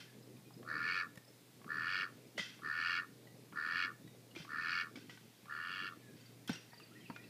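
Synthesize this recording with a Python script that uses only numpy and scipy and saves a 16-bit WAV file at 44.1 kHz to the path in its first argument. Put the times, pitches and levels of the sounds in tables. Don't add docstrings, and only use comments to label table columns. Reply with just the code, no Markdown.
import sys
import numpy as np
from scipy import signal
from scipy.fft import rfft, irfft, next_fast_len
from scipy.io import wavfile
from scipy.ndimage import uniform_filter1d, map_coordinates

SR = 44100
rng = np.random.default_rng(int(sys.argv[2]) if len(sys.argv) > 2 else 0)


def voltage_ratio(level):
    return 10 ** (np.asarray(level, float) / 20)


def generate_wav(signal):
    frames = np.transpose(np.atleast_2d(signal))
    scaled = np.clip(frames, -1, 1) * 32767
    pcm = np.round(scaled).astype(np.int16)
    wavfile.write(sys.argv[1], SR, pcm)


N = 321489

# time in seconds, pitch in Hz.
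MOTOR_PITCH = [(0, 123.4), (1.0, 122.6), (2.2, 121.3), (2.6, 122.3), (3.5, 120.9), (5.2, 118.1),
               (7.29, 118.1)]
# time in seconds, level in dB.
MOTOR_LEVEL = [(0, -61.5), (.65, -58), (1.36, -66.5), (1.74, -59.5), (2.3, -62), (2.6, -63.5), (3.4, -59.5),
               (3.65, -64), (3.95, -60.5), (4.4, -63), (5.05, -62.5), (5.34, -66.5), (5.9, -61),
               (6.35, -59.5), (6.62, -63.5), (7.29, -61)]
# frequency in Hz, density in dB per Hz.
RUMBLE_COLOUR = [(15, -62), (25, -52), (86, -18), (99, -7.5), (118, -5), (146, -0.5), (303, -1.5),
                 (362, -6.5), (426, -5), (1200, -34), (1560, -58), (2640, -120)]
# time in seconds, level in dB.
RUSTLE_LEVEL = [(0, -71.5), (.6, -79), (1.4, -75), (2.2, -72.5), (3.2, -75.5), (4.2, -77.5), (5.3, -73),
                (6, -72.5), (6.4, -75), (6.8, -70.5), (7.29, -68.5)]
# frequency in Hz, density in dB per Hz.
LEAF_COLOUR = [(600, -36), (1200, -18), (2200, -3), (3800, -8.5), (5100, -9.5), (7000, -32)]
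# start in seconds, level in dB, hold in seconds, t60 in seconds.
SCRAPES = [
    (.002, -55, 0.0036, 0.31),
    (2.378, -45, 0.016, 0.51),
    (4.359, -55.5, .045, .36),
    (4.955, -58, 0.014, 0.41),
    (5.097, -60, 0.0066, 0.42),
    (6.165, -70, 0.13, 0.37),
    (6.477, -52, 0.022, .2),
    (6.5, -55.5, 0.036, 0.45),
]
# frequency in Hz, width in Hz, level in dB.
BLADE_MODES = [(1510, 170, 3.5), (2067, 126, 4.5), (2630, 164, 4.5), (3124, 63, 7.5), (3490, 300, 1),
               (4600, 310, -4), (5770, 240, -7)]
# frequency in Hz, density in dB per Hz.
GRIT_COLOUR = [(500, -23), (1000, -6.5), (2500, -16), (5000, 5.5), (8000, -11), (13000, -23)]
# start in seconds, length in seconds, start pitch in Hz, end pitch in Hz, level in dB.
BIRD_NOTES = [(0.068, 0.048, 1790, 1600, -70), (.44, 0.036, 2540, 2370, -74),
              (1.275, 0.022, 5180, 5450, -65.5), (2.368, 0.023, 2910, 3060, -60),
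              (3.269, 0.023, 1980, 1920, -69), (4.009, 0.067, 3460, 3800, -78),
              (4.045, 0.091, 3880, 3640, -73.5), (4.298, .05, 2880, 2850, -70),
              (6.006, .14, 1754, 1590, -71.5), (6.7, 0.017, 4500, 4370, -71),
              (6.911, 0.022, 1280, 1490, -67), (7.0, 0.023, 3224, 3100, -68),
              (7.133, 0.088, 2430, 2390, -65)]
# start in seconds, level in dB.
CHIP_PHRASE = (.017, 5120, 5000), [(.225, -71), (.27, -78), (.495, -75), (.53, -69), (.575, -72),
               (1.245, -73), (2.265, -73), (2.3, -73), (3.365, -76), (3.41, -77), (3.45, -74)]
TSIP_PHRASE = (0.018, 4820, 4450), [(6.16, -70), (6.205, -75), (6.255, -67), (6.735, -65), (6.775, -62.5),
               (6.83, -62.5)]
RISING_PHRASE = (0.0387, 1780, 2057), [(6.44, -73), (6.712, -64), (6.945, -63), (7.18, -63)]
FALLING_PHRASE = (0.038, 2930, 2370), [(6.56, -61), (6.795, -62.5), (7.04, -60.5)]
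# start in seconds, peak in dB, snap in dB over the peak, ring in Hz.
TAPS = [(.367, -55, -15, 2450), (.506, -53, -15, 830), (1.156, -53.5, 8, 1880), (1.174, -45.5, 2, 1805),
        (2.379, -29, -26, 1997), (2.393, -29, -27, 2036), (3.271, -52, -18, 1940),
        (4.076, -51.5, -17, 1950), (4.312, -51, -9, 2860), (4.351, -44, -12, 2140), (4.361, -38, -22, 2374),
        (4.957, -41.5, -24, 2270), (5.095, -40.5, -27, 1940), (5.174, -47.5, -19, 1510),
        (6.208, -55, -17, 4617), (6.476, -41, 3.5, 3370), (6.493, -33.5, -5, 1530), (6.53, -38, -22, 5550),
        (6.556, -42.5, -8, 2800), (6.732, -47, -25, 956), (6.799, -47.5, -6, 1220),
        (7.099, -34.5, -34, 930), (7.161, -39, -29, 1420), (7.239, -48.5, -20, 2644)]
# start in seconds, peak in dB.
CLACKS = [
    (0.628, -47.5),
    (1.615, -51.5),
    (1.643, -46.5),
    (2.591, -49.5),
    (3.524, -46.5),
    (4.449, -46),
    (5.455, -50),
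]
# voice full at in seconds, bill fully open after in seconds, bill shuts after in seconds,
# throat level in dB, fastest flaps per second.
QUACKS = [
    (.688, .24, 0.32, -39, 89.5),
    (1.704, .22, 0.33, -40, 92),
    (2.649, 0.22, .34, -38.5, 87.4),
    (3.567, 0.22, 0.29, -39.5, 90.5),
    (4.508, .21, .315, -39.5, 87),
    (5.505, 0.22, 0.38, -45.5, 93),
]
HEAD_TURN_DB = [-3, 1.5, 0.5, 1, 0, 6]
# frequency in Hz, width in Hz, level in dB.
THROAT_MODES = [(1234, 111, -6), (1420, 33.7, 4.5), (1765, 48.5, 6.5)]
# frequency in Hz, width in Hz, level in dB.
WEAK_THROAT_MODES = [(1171, 68, 5.5), (1373, 82, 4), (1590, 140, -14)]
# frequency in Hz, width in Hz, level in dB.
BILL_BASE_MODES = [(2200, 94, 6), (2580, 230, 0.5)]
# frequency in Hz, width in Hz, level in dB.
BILL_TIP_MODES = [(2787, 94, 4), (3366, 114, -3.5)]
# frequency in Hz, width in Hz, level in dB.
WHISTLE_MODES = [(3820, 930, 0.5), (4530, 197, 9.5), (4914, 260, 1.5), (5820, 850, -8.5),
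                 (7000, 1400, -22.5)]
# frequency in Hz, width in Hz, dip in dB.
POCKETS = [(2040, 200, -16), (3620, 220, -14), (5560, 300, -10)]
# start in seconds, peak in dB, pitch in Hz, t60 in seconds.
THUDS = [(1.174, -39, 194, 0.02), (2.38, -32, 537, 0.015), (2.394, -40, 194, 0.053),
         (4.365, -40, 332, 0.041), (4.398, -45, 169, 0.062), (4.954, -47, 231, 0.046),
         (4.971, -39.5, 278, 0.035), (6.495, -25, 240, 0.031), (6.503, -38, 163, 0.068),
         (7.098, -36, 255, 0.027), (7.109, -44.5, 183, 0.039)]
# start in seconds, level in dB, pitch in Hz, t60 in seconds.
RINGS = [
    (2.381, -45, 2030, 0.38),
    (2.381, -46, 3250, 0.42),
    (6.53, -60.5, 5700, 0.5),
    (7.1, -55, 4500, .03),
]
# frequency in Hz, t60 in seconds.
YARD_T60 = [(300, 0.36), (2000, 0.33), (8000, 0.19)]
# frequency in Hz, density in dB per Hz.
HISS_COLOUR = [(410, -11), (700, -0.5), (906, -2), (3050, -7), (3750, -3.5), (5660, -6), (13800, -8.5),
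               (15300, -11.5)]

ATTACK_S, ATTACK_DB, SWELL_DB = 0.038, 22, 2.5
SETTLE_S, SETTLE_DB = 0.04, 1.5
DROOP_S, DROOP = 0.021, 0.84
SHUT_S, SHUT_DB, FADE_S, FADE_DB = 0.055, 12, 0.065, 55
REST_RATE, RATE_SAG = 75.5, 0.6
TURN_DULLS = 0.73
BILL_SHUT_DB, BILL_OPEN_DB = -23, -3.5
TIP_SHUT_DB, TIP_OPEN_DB = -32.5, -10
WHISTLE_SHUT_DB, WHISTLE_OPEN_DB = -20, -9.5
THROAT_SHIFT, SHIFTS_PER_S = 0.03, 20


def unit(x):
    return x / np.sqrt(np.mean(x ** 2) + 1e-20)


def along(points, hz):
    f, v = np.transpose(points)
    return np.interp(np.log(hz + 1), np.log(f + 1), v)


def curves(rows):
    s, *cols = np.transpose(rows)
    return [np.interp(np.arange(N) / SR, s, c) for c in cols]


def spans(tables):
    rows = []
    for table in tables:
        first, last = table[0], table[-1]
        rows += [(first[0] - 0.006, -120, *first[2:]), *table, (last[0] + 0.012, -120, *last[2:])]
    return curves(rows)


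def wobble(rate):
    knots = rng.standard_normal(int(N * rate / SR) + 4)
    return map_coordinates(knots, [np.arange(N) * rate / SR])


def filtered(x, response):
    m = next_fast_len(N + SR // 2)
    return irfft(rfft(x, m) * response(np.fft.rfftfreq(m, 1 / SR)), m)[:N]


def bandpass(x, order, low_hz, high_hz):
    return signal.sosfilt(signal.butter(order, [low_hz, high_hz], "bandpass", fs=SR, output="sos"), x)


def resonant(x, modes, low_hz, high_hz):
    def body(f):
        total = 0
        for k, (c, w, db) in enumerate(modes):
            total = total + (-1) ** k * voltage_ratio(db) * 1j * f * w / (c * c - f * f + 1j * f * w)
        return total

    return unit(bandpass(filtered(x, body), 3, low_hz, high_hz))


def noise(spectrum, patchy_db):
    z = signal.stft(rng.standard_normal(N), nperseg=512)[2]
    field = uniform_filter1d(uniform_filter1d(rng.standard_normal(z.shape), 5, 0), 10, 1)
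    x = signal.istft(z * voltage_ratio(patchy_db * unit(field)), nperseg=512)[1][:N]
    return unit(filtered(x, lambda hz: voltage_ratio(along(spectrum, hz))))


def add(track, s, sound):
    part = track[round(s * SR):][:len(sound)]
    part += sound[:len(part)]


def motor():
    (hz,), (rumble_db,) = curves(MOTOR_PITCH), curves(MOTOR_LEVEL)
    mean_db = rumble_db.mean()
    drone_db = mean_db - 3.5 + 1.15 * (rumble_db - mean_db) + 0.9 * wobble(4.28)
    phase = 2 * np.pi * np.cumsum(hz + 0.76 * wobble(12)) / SR
    drone = voltage_ratio(drone_db + 3.0 + 0.33 * wobble(11)) * np.sin(phase)
    slipping = voltage_ratio(drone_db - 19) * np.sin(0.97 * phase)
    throb = 1 + 0.078 * np.cos(phase / 2) + 0.37 * np.cos(phase)
    rumble = unit(throb * voltage_ratio(0.59 * wobble(25)) * noise(RUMBLE_COLOUR, patchy_db=3.0))
    return drone + slipping + voltage_ratio(rumble_db + 1.0) * rumble


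def garden():
    return voltage_ratio(curves(RUSTLE_LEVEL)[0]) * noise(LEAF_COLOUR, patchy_db=2.5)


def scrapes():
    grains = voltage_ratio(1.26 * wobble(250) + 0.65 * wobble(50))
    steel = resonant(grains * rng.standard_normal(N), BLADE_MODES, low_hz=905, high_hz=9050)
    drag = unit(steel + 0.5 * unit(grains * noise(GRIT_COLOUR, patchy_db=2.5)))
    stroke, t = np.zeros(N), np.arange(SR // 2) / SR
    for s, db, held, t60 in SCRAPES:
        shape_db = db - 60 * np.clip(t - held, 0, None) / t60
        onset = np.clip(t / 0.0042 + 0.9, 0, 1)
        add(stroke, s, voltage_ratio(shape_db) * onset)
    return stroke * drag


def birds():
    out = np.zeros(N)
    air_db = 3 * wobble(120)
    notes = list(BIRD_NOTES)
    for note, rows in (CHIP_PHRASE, TSIP_PHRASE, RISING_PHRASE, FALLING_PHRASE):
        notes += [(s, *note, db) for s, db in rows]
    for s, length, start_hz, end_hz, db in notes:
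        u = np.arange(round(length * SR)) / (length * SR)
        hz = start_hz + (end_hz - start_hz) * u ** 1.31
        flutter_db = air_db[round(s * SR):][:len(u)]
        swell = np.sin(np.pi * u) ** 0.79
        add(out, s, voltage_ratio(db + 3.5 + flutter_db) * swell * np.sin(2 * np.pi * np.cumsum(hz) / SR))
    return out


def contacts(rows):
    ring, burst, snap = np.zeros((3, N))
    t, t60 = np.arange(SR // 8) / SR, 0.05
    for s, db, snap_db, hz in rows:
        air = rng.standard_normal((2, len(t)))
        blunt = max(round((3000 / hz) ** 2), 1)
        dull = unit(uniform_filter1d(uniform_filter1d(air[0], size=blunt), size=blunt))
        tones = np.sin(2 * np.pi * hz * t) + 0.34 * np.sin(2 * np.pi * hz * 1.5 * t)
        add(ring, s, voltage_ratio(db - 4.5 - 60 * t / t60) * tones * (1 - np.exp(-t / 0.0012)))
        add(burst, s, voltage_ratio(db - 5 - 60 * t / (0.69 * t60)) * (1 - np.exp(-t / 0.00053)) * dull)
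        add(snap, s, voltage_ratio(db + snap_db - 10 - 60 * t / 0.027) * air[1])
    return ring + bandpass(burst, 2, 457, 3800) + bandpass(snap, 2, 4500, 14000)


def taps():
    return contacts(TAPS)


def bill_clacks():
    return contacts([(s, db, -31, 1122) for s, db in CLACKS])


def quack_shape(s, open_s, shut_s, db, rate, turn_db):
    sagged = rate - RATE_SAG * (rate - REST_RATE)
    early_db = db - SWELL_DB + TURN_DULLS * max(turn_db, 0)
    open_s = min(open_s, shut_s - DROOP_S - 0.005)
    shut = s + shut_s
    rows = [(s - ATTACK_S, early_db - ATTACK_DB, 0, REST_RATE),
            (s, early_db - SETTLE_DB, 0, REST_RATE),
            (s + SETTLE_S, early_db, SETTLE_S / open_s, REST_RATE + 1),
            (s + open_s, db, 1, rate),
            (shut - DROOP_S, db, 1, rate),
            (shut, db, DROOP, rate),
            (shut + SHUT_S / 2, db - SHUT_DB / 2, 0.2, (rate + sagged) / 2),
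            (shut + SHUT_S, db - SHUT_DB, 0, sagged),
            (shut + SHUT_S + FADE_S, db - SHUT_DB - FADE_DB, 0, sagged)]
    return [(*row, turn_db) for row in rows]


def throat_pockets(x):
    def dip(f, c, w, db):
        return (c * c - f * f + 1j * f * w * voltage_ratio(db)) / (c * c - f * f + 1j * f * w)

    return filtered(x, lambda f: np.prod([dip(f, *row) for row in POCKETS], axis=0))


def duck():
    calls = [quack_shape(*row, turn) for row, turn in zip(QUACKS, HEAD_TURN_DB)]
    throat_db, opening, rate, turn_db = spans(calls)
    tip_db = TIP_SHUT_DB + (TIP_OPEN_DB - TIP_SHUT_DB) * opening + turn_db
    bill_db = BILL_SHUT_DB + (BILL_OPEN_DB - BILL_SHUT_DB) * opening ** 0.77 - 0.63 * turn_db
    whistle_db = WHISTLE_SHUT_DB + (WHISTLE_OPEN_DB - WHISTLE_SHUT_DB) * opening ** 1.6
    whistle_db = whistle_db - 0.52 * turn_db * (1 - opening)

    cycles = np.cumsum(rate * (1 + 0.035 * wobble(70))) / SR
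    turn, index = cycles % 1, cycles.astype(int)
    size = voltage_ratio(1.0 * rng.standard_normal((index[-1] + 1, 3)))[index]

    def flap(column, lag, open_share, click_share, leak_db):
        late = (turn - lag) % 1
        click = unit(1.0 * (np.diff(late, prepend=0) < 0))
        rush = late / open_share * np.exp(1 - late / open_share)
        puff = unit((rush + voltage_ratio(leak_db)) * rng.standard_normal(N))
        return size[:, column] * (click_share * click + puff)

    low = flap(column=0, lag=0, open_share=0.11, click_share=1.5, leak_db=-11)
    middle = flap(column=1, lag=0.1215, open_share=0.12, click_share=0.65, leak_db=-14)
    high = flap(column=2, lag=0.1186, open_share=0.1, click_share=0.55, leak_db=-13)

    def neck(shift):
        modes = [(c * (1 + shift), w, db) for c, w, db in THROAT_MODES]
        return resonant(low, modes, low_hz=1030, high_hz=1940)

    flex = np.clip(0.5 + 0.3 * wobble(SHIFTS_PER_S), 0, 1) * np.pi / 2
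    full = unit(np.sin(flex) * neck(THROAT_SHIFT / 2) + np.cos(flex) * neck(-THROAT_SHIFT / 2))
    weak = resonant(low, WEAK_THROAT_MODES, low_hz=1050, high_hz=1940)
    effort = np.clip((throat_db + 56) / 12, 0, 1)
    voice = effort * full + (1 - effort) * weak
    voice += voltage_ratio(bill_db - 2.0) * resonant(middle, BILL_BASE_MODES, low_hz=2104, high_hz=2610)
    voice += voltage_ratio(tip_db) * resonant(middle, BILL_TIP_MODES, low_hz=2520, high_hz=3550)
    whistle = resonant(high, WHISTLE_MODES, low_hz=3900, high_hz=7900)
    voice += voltage_ratio(whistle_db - 1.15 - 12 * (1 - effort)) * whistle
    return voltage_ratio(throat_db + 0.22) * throat_pockets(voice)


def thuds():
    out, t = np.zeros(N), np.arange(SR // 8) / SR
    for s, db, hz, t60 in THUDS:
        air = rng.standard_normal(len(t))
        puff = 1.32 * uniform_filter1d(uniform_filter1d(air, size=30), size=14)
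        push = np.sin(2 * np.pi * hz * t) + puff
        add(out, s, voltage_ratio(db + 6.5 - 60 * t / t60) * push * (1 - np.exp(-t / 0.003)))
    return out


def rings():
    out, t = np.zeros(N), np.arange(SR // 3) / SR
    drift, damp_db = 0.012 * wobble(150), 2.5 * wobble(80)
    for s, db, hz, t60 in RINGS:
        start = round(s * SR) // 2
        here = slice(start, start + len(t))
        waver = np.cumsum(drift[here])
        add(out, s, voltage_ratio(db - 60 * t / t60 + damp_db[here]) * np.sin(2 * np.pi * hz * t + waver))
    return out


def yard(x):
    hz, t, z = signal.stft(rng.standard_normal(SR // 2), SR, nperseg=256)
    decay = voltage_ratio(-60 * t / along(YARD_T60, hz)[:, None])
    tail = signal.istft(z * decay, SR, nperseg=256)[1]
    delayed = np.pad(x, (500, 0))
    return signal.fftconvolve(delayed, tail / np.linalg.norm(tail))[:N]


def scene():
    call, song = duck(), birds()
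    knocks = scrapes() + taps() + bill_clacks() + rings()
    echoes = yard(voltage_ratio(-21) * call + voltage_ratio(-13) * knocks + voltage_ratio(-6) * song)
    return (call + knocks + thuds() + song + echoes + motor() + garden())[None]


def band_limit(x):
    return signal.sosfilt(signal.butter(12, 15480, fs=SR, output="sos"), x)


def record(dry):
    bass_cut = signal.butter(2, 95, "highpass", fs=SR, output="sos")
    sound = signal.sosfilt(bass_cut, dry[0]) + voltage_ratio(-67.5) * noise(HISS_COLOUR, patchy_db=0.6)
    mix = filtered(sound, lambda hz: hz < 15500)[None]
    return band_limit(mix)


dry = scene()
out = record(dry)
generate_wav(out)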